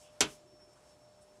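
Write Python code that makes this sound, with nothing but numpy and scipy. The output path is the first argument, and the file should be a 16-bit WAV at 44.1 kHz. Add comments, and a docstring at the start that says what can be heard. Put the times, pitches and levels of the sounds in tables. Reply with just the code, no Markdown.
"""A chipmunk springs across a plywood nest box in a small wooden enclosure, with one sharp knock.
The impact excites the normal modes of the box, and the ringing dies quickly between the plank walls.
A dull bump follows; feet and fur scuff the wood by friction, and paws thud faintly on the lid.
Behind it lie quiet room noise, a wavering hum and a thin high whine that comes and goes."""
import sys
import numpy as np
from scipy import signal
from scipy.fft import rfft, irfft
from scipy.io import wavfile

SR = 44100
rng = np.random.default_rng(int(sys.argv[2]) if len(sys.argv) > 2 else 0)


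def store_wav(level_fs):
    """Save 16-bit WAV to argv[1]."""
    pcm = np.round(np.clip(np.atleast_2d(level_fs), -1, 1) * 32767)
    wavfile.write(sys.argv[1], SR, pcm.T.astype(np.int16))


N = 61739

# Spectrum of the room noise. Each row: frequency in Hz, relative density in dB.
ROOM_SPECTRUM = [(25, -29), (38, -11), (52, -2.5), (80, -3.5), (120, -2), (190, -4.5), (380, -7.5),
                 (700, -4.5), (1100, -10.5), (2000, -18.5), (3500, -20), (8000, -19), (11000, -28.5),
                 (13500, -39), (16000, -42.5)]
# Slow swing of the room noise above HISS_FROM_HZ. Each row: time in seconds, gain in dB.
HISS_GAIN = [(0, -1.5), (.15, 2), (.45, -2), (.58, -2.5), (.72, 0), (.87, 1.5), (1.0, -1.5), (1.2, -1),
             (1.36, 0)]
ROOM_DB, ROOM_FLICKER_DB, HISS_FROM_HZ = -65, 1.02, 560

# Envelope of the hum's main tone. Each row: time in seconds, level in dB.
HUM_ENVELOPE = [(0, -62.5), (.1, -62.5), (.3, -59.5), (.45, -65.5), (.6, -63.5), (.72, -66.5), (.82, -69),
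                (.9, -65.5), (.98, -68), (1.06, -61), (1.13, -66), (1.2, -63), (1.4, -64.5)]
# Weaker tones of the hum. Each row: frequency in Hz, level in dB, waver in dB.
HUM_WEAK_TONES = [(685, -80, 4), (385, -82, 4), (121.4, -79.5, 3)]
HUM_HZ, HUM_WANDER_HZ, HUM_WAVER_DB = 601.8, 1.12, 0.45

# Envelope of the whine. Each row: time in seconds, level in dB.
WHINE_ENVELOPE = [(0, -74), (.2, -80), (.35, -70.5), (.41, -77.5), (.445, -95), (.472, -72), (.545, -68),
                  (.58, -73.5), (.625, -65.5), (.68, -75), (.73, -71), (.80, -85), (.92, -69.5), (.98, -82),
                  (1.03, -70), (1.12, -79.5), (1.221, -74.5), (1.26, -80), (1.31, -72), (1.4, -93)]
WHINE_HZ, WHINE_WANDER_HZ, WHINE_FLUTTER_DB, WHINE_OCTAVE_DB = 5414, 12, 1.4, -19

# Feet and fur rubbing the wood. Each row: peak time in seconds, Gaussian half-width in seconds,
# level in dB, centre frequency in Hz, half-bandwidth in octaves.
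SCUFF_STROKES = [(0.014, 0.046, -63.5, 6500, 0.52), (0.058, 0.043, -68.5, 2880, 0.29),
                 (0.311, .036, -58.5, 6760, .6), (0.608, 0.015, -73, 1390, 0.76),
                 (.735, 0.0079, -73.5, 7100, .4), (0.772, 0.012, -68.5, 1150, 0.38),
                 (0.89, 0.036, -72.5, 6800, 0.42), (1.227, .011, -68.5, 8500, 0.21)]
SCUFF_GRAIN_DB = 1

# Contacts that make up the knock. Each row: start in seconds, level in dB relative to CRACK_DB.
KNOCK_CONTACTS = [(0.2061, -11), (0.2071, -2), (0.2112, -3)]
# Spectrum of the bare contact. Each row: frequency in Hz, relative density in dB.
CRACK_SPECTRUM = [(200, -7), (1000, -1), (3000, -30.5), (5500, -4), (7500, 1), (8800, -11.5), (11000, -9),
                  (13000, -26), (16000, -27.5)]
CRACK_DB, CRACK_T60_S = -17, .012
# Normal modes of the box. Each row: frequency in Hz, level in dB relative to BOX_DB, T60 in seconds.
BOX_RESONANCES = [(51.9, -22, 0.28), (147.9, -15, 0.32), (265, -7.5, 0.19), (311, -8.5, .21),
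                  (402.6, -8, 0.25), (429.3, -2.5, 0.2), (600.4, -3, 0.1), (654.6, -7.5, .15),
                  (787.3, -9, .14), (989.3, -2.5, .12), (1289, -6.5, 0.09), (1505, -5.5, 0.15),
                  (2207.4, -3, 0.14), (2787, -8.5, 0.056), (3117, -6, .16), (3702, -3.5, 0.11),
                  (4230, -6, 0.11), (4415, -3, 0.0816), (4944, 0.5, 0.075), (6030, 3, 0.097),
                  (6700, -0.5, .075), (7570, 0, 0.068)]
BOX_DB = -29.5
# Dense ringing of panels and enclosure. Each row: frequency in Hz, relative density in dB.
PANEL_SPECTRUM = [(35, -17), (55, -5), (80, -6.5), (150, -2.5), (400, -0.5), (720, -3.5), (1300, 0),
                  (1800, -4), (2700, 1), (4800, -1.5), (7500, 0), (8700, -9.5), (10800, -7.5),
                  (12500, -21.5), (15500, -32)]
# Decay of that ringing. Each row: frequency in Hz, T60 in seconds.
PANEL_DECAY = [(60, 0.32), (250, 0.22), (700, 0.17), (2800, 0.15), (5500, 0.09), (9000, 0.085),
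               (15000, 0.07)]
PANEL_DB, BUILD_CYCLES, BUILD_S = -20.5, 2.3, 0.0012
TAIL_DB, TAIL_T60_S = -51.5, 0.56

# Spectrum of the soft second bump. Each row: frequency in Hz, relative density in dB.
BUMP_SPECTRUM = [(60, -26), (300, 15), (600, -16), (1500, -12), (3500, -9), (8000, -36), (15000, -39)]
BUMP_START_S, BUMP_DB, BUMP_T60_S = .249, -32.5, 0.045

# Paws landing on the lid. Each row: start in seconds, level in dB.
PAW_STEPS = [(0.404, -60.5), (.455, -72), (0.519, -64.5), (.61, -65), (.665, -66)]
# Spectrum of the lid's thud. Each row: frequency in Hz, relative density in dB.
THUD_SPECTRUM = [(60, -26), (140, -11), (220, -11), (370, 6), (500, -18), (1000, -30), (4000, -53)]
THUD_T60_S, THUD_RISE_S = 0.35, 0.0053

CUTOFF_HZ = 15500


def from_db(db):
    """Amplitude ratio of a level in decibels."""
    return 10 ** (np.asarray(db) / 20)


def rms_one(x):
    """Normalisation to unit rms."""
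    return x / np.sqrt(np.mean(x ** 2) + 1e-20)


def clock():
    """Time of each sample in seconds."""
    return np.arange(N) / SR


def at_hz(points, hz):
    """Interpolation of a table on a log-frequency axis."""
    f, value = np.transpose(points)
    return np.interp(np.log(np.maximum(hz, 1)), np.log(f), value)


def over_time(points):
    """Linear interpolation of a table at every sample time."""
    return np.interp(clock(), *np.transpose(points))


def drift(corner_hz):
    """Random fluctuation: low-passed Gaussian noise with a spread of about 1."""
    f = np.arange(2 * N + 1) * SR / (4 * N)
    white = rfft(rng.standard_normal(4 * N))
    return rms_one(irfft(white / (1 + (f / corner_hz) ** 2)))[:N]


def noise_bands(spectrum, count=20):
    """Random-phase noise of unit rms, split into overlapping bands as (centre in Hz, band) pairs."""
    f = np.arange(N // 2 + 1) * SR / N
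    bins = from_db(at_hz(spectrum, f)) * np.exp(2j * np.pi * rng.random(len(f)))
    bins = bins / np.std(irfft(bins, N))
    centres = np.geomspace(40, 15000, count)
    return [(hz, irfft(bins * at_hz(np.c_[centres, share], f), N))
            for hz, share in zip(centres, np.eye(count))]


def noise(spectrum):
    """Complementary bands sum to coloured noise of unit rms."""
    return sum(band for _, band in noise_bands(spectrum, count=2))


def tone_phase(hz, wander_hz):
    """Phase is the integral of frequency, which here wanders slightly."""
    return 2 * np.pi * (np.cumsum(hz + wander_hz * drift(9)) / SR + rng.random())


def decay(start, t60, rise_s):
    """Envelope of a damped vibration: a quick rise, then an exponential fall of 60 dB in t60 seconds."""
    age = np.maximum(clock() - start, 0)
    return (1 - np.exp(-age / rise_s)) * np.exp(-np.log(1000) * age / t60)


def room():
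    """Broadband air noise under amplitude modulation: each band flickers, and the hiss slowly swings."""
    hiss_db = over_time(HISS_GAIN)
    return sum(band * from_db(ROOM_DB + ROOM_FLICKER_DB * drift(15) + hiss_db * (hz > HISS_FROM_HZ))
               for hz, band in noise_bands(ROOM_SPECTRUM))


def hum():
    """Superposition of sinusoids: one clear tone swells and sinks over three weaker ones."""
    amplitude = from_db(over_time(HUM_ENVELOPE) + HUM_WAVER_DB * drift(24))
    main = amplitude * np.sin(tone_phase(HUM_HZ, HUM_WANDER_HZ))
    weak = sum(from_db(db + waver_db * drift(3.6)) * np.sin(tone_phase(hz, HUM_WANDER_HZ))
               for hz, db, waver_db in HUM_WEAK_TONES)
    return np.sqrt(2) * (main + weak)  # rms to peak amplitude


def whine():
    """Amplitude modulation makes a high tone and its second harmonic flutter, swell and fade."""
    phase = tone_phase(WHINE_HZ, WHINE_WANDER_HZ)
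    amplitude = from_db(over_time(WHINE_ENVELOPE) + WHINE_FLUTTER_DB * drift(30))
    return np.sqrt(2) * amplitude * (np.sin(phase) + from_db(WHINE_OCTAVE_DB) * np.sin(2 * phase))


def scuffs():
    """Sliding friction of feet and fur on wood gives short swells of grainy, band-limited noise."""
    f = np.geomspace(100, 16000, 60)
    friction = 0
    for peak_s, half_width_s, db, hz, octaves in SCUFF_STROKES:
        passband_db = -10 * np.log10(1 + (np.log2(f / hz) / octaves) ** 6)
        grains = rms_one(noise(np.c_[f, passband_db]) * from_db(SCUFF_GRAIN_DB * drift(250)))
        swell = np.exp(-.5 * ((clock() - peak_s) / half_width_s) ** 2)
        friction += from_db(db) * grains * swell
    return friction


def contact_crack():
    """A brief force has a broad spectrum: each hard contact gives a short burst of noise."""
    envelope = sum(from_db(CRACK_DB + db) * decay(start, CRACK_T60_S, rise_s=.0001)
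                   for start, db in KNOCK_CONTACTS)
    return noise(CRACK_SPECTRUM) * envelope


def box_modes(start):
    """Free vibration of the struck box: each normal mode is a damped sinusoid."""
    ringing = 0
    for hz, db, t60 in BOX_RESONANCES:
        phase = 2 * np.pi * (hz * clock() + rng.random())
        ringing += from_db(BOX_DB + db) * decay(start, t60, rise_s=1 / hz) * np.sin(phase)
    return ringing


def panel_ringing(start):
    """Overlapping modes of panels and enclosure merge into decaying noise with a faint reverberant tail."""
    ringing = 0
    for hz, band in noise_bands(PANEL_SPECTRUM):
        rise_s = BUILD_S + BUILD_CYCLES / hz  # lows take longer to swell
        early = from_db(PANEL_DB) * decay(start, at_hz(PANEL_DECAY, hz), rise_s)
        tail = from_db(TAIL_DB) * decay(start, TAIL_T60_S, rise_s)
        ringing += band * (early + tail)
    return ringing


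def knock():
    """Impact excitation: the contacts crack, and the first sets the box and panels ringing."""
    start = KNOCK_CONTACTS[0][0]
    return contact_crack() + box_modes(start) + panel_ringing(start)


def bump():
    """A soft impact excites mainly low frequencies: a dull second bump within the dying knock."""
    return from_db(BUMP_DB) * noise(BUMP_SPECTRUM) * decay(BUMP_START_S, BUMP_T60_S, rise_s=0.00091)


def footfalls():
    """Light impacts of the paws excite a faint, low, damped vibration of the lid."""
    envelope = sum(from_db(db) * decay(start, THUD_T60_S, THUD_RISE_S) for start, db in PAW_STEPS)
    return noise(THUD_SPECTRUM) * envelope


def scene():
    """Linear superposition: the pressures of all sources add at one point."""
    return (knock() + bump() + scuffs() + footfalls() + room() + hum() + whine())[None]


def record(dry):
    """An elliptic low-pass filter steeply attenuates the highest treble."""
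    lowpass = signal.ellip(10, .1, 80, CUTOFF_HZ, fs=SR, output="sos")
    return signal.sosfilt(lowpass, dry)


dry = scene()
out = record(dry)
store_wav(out)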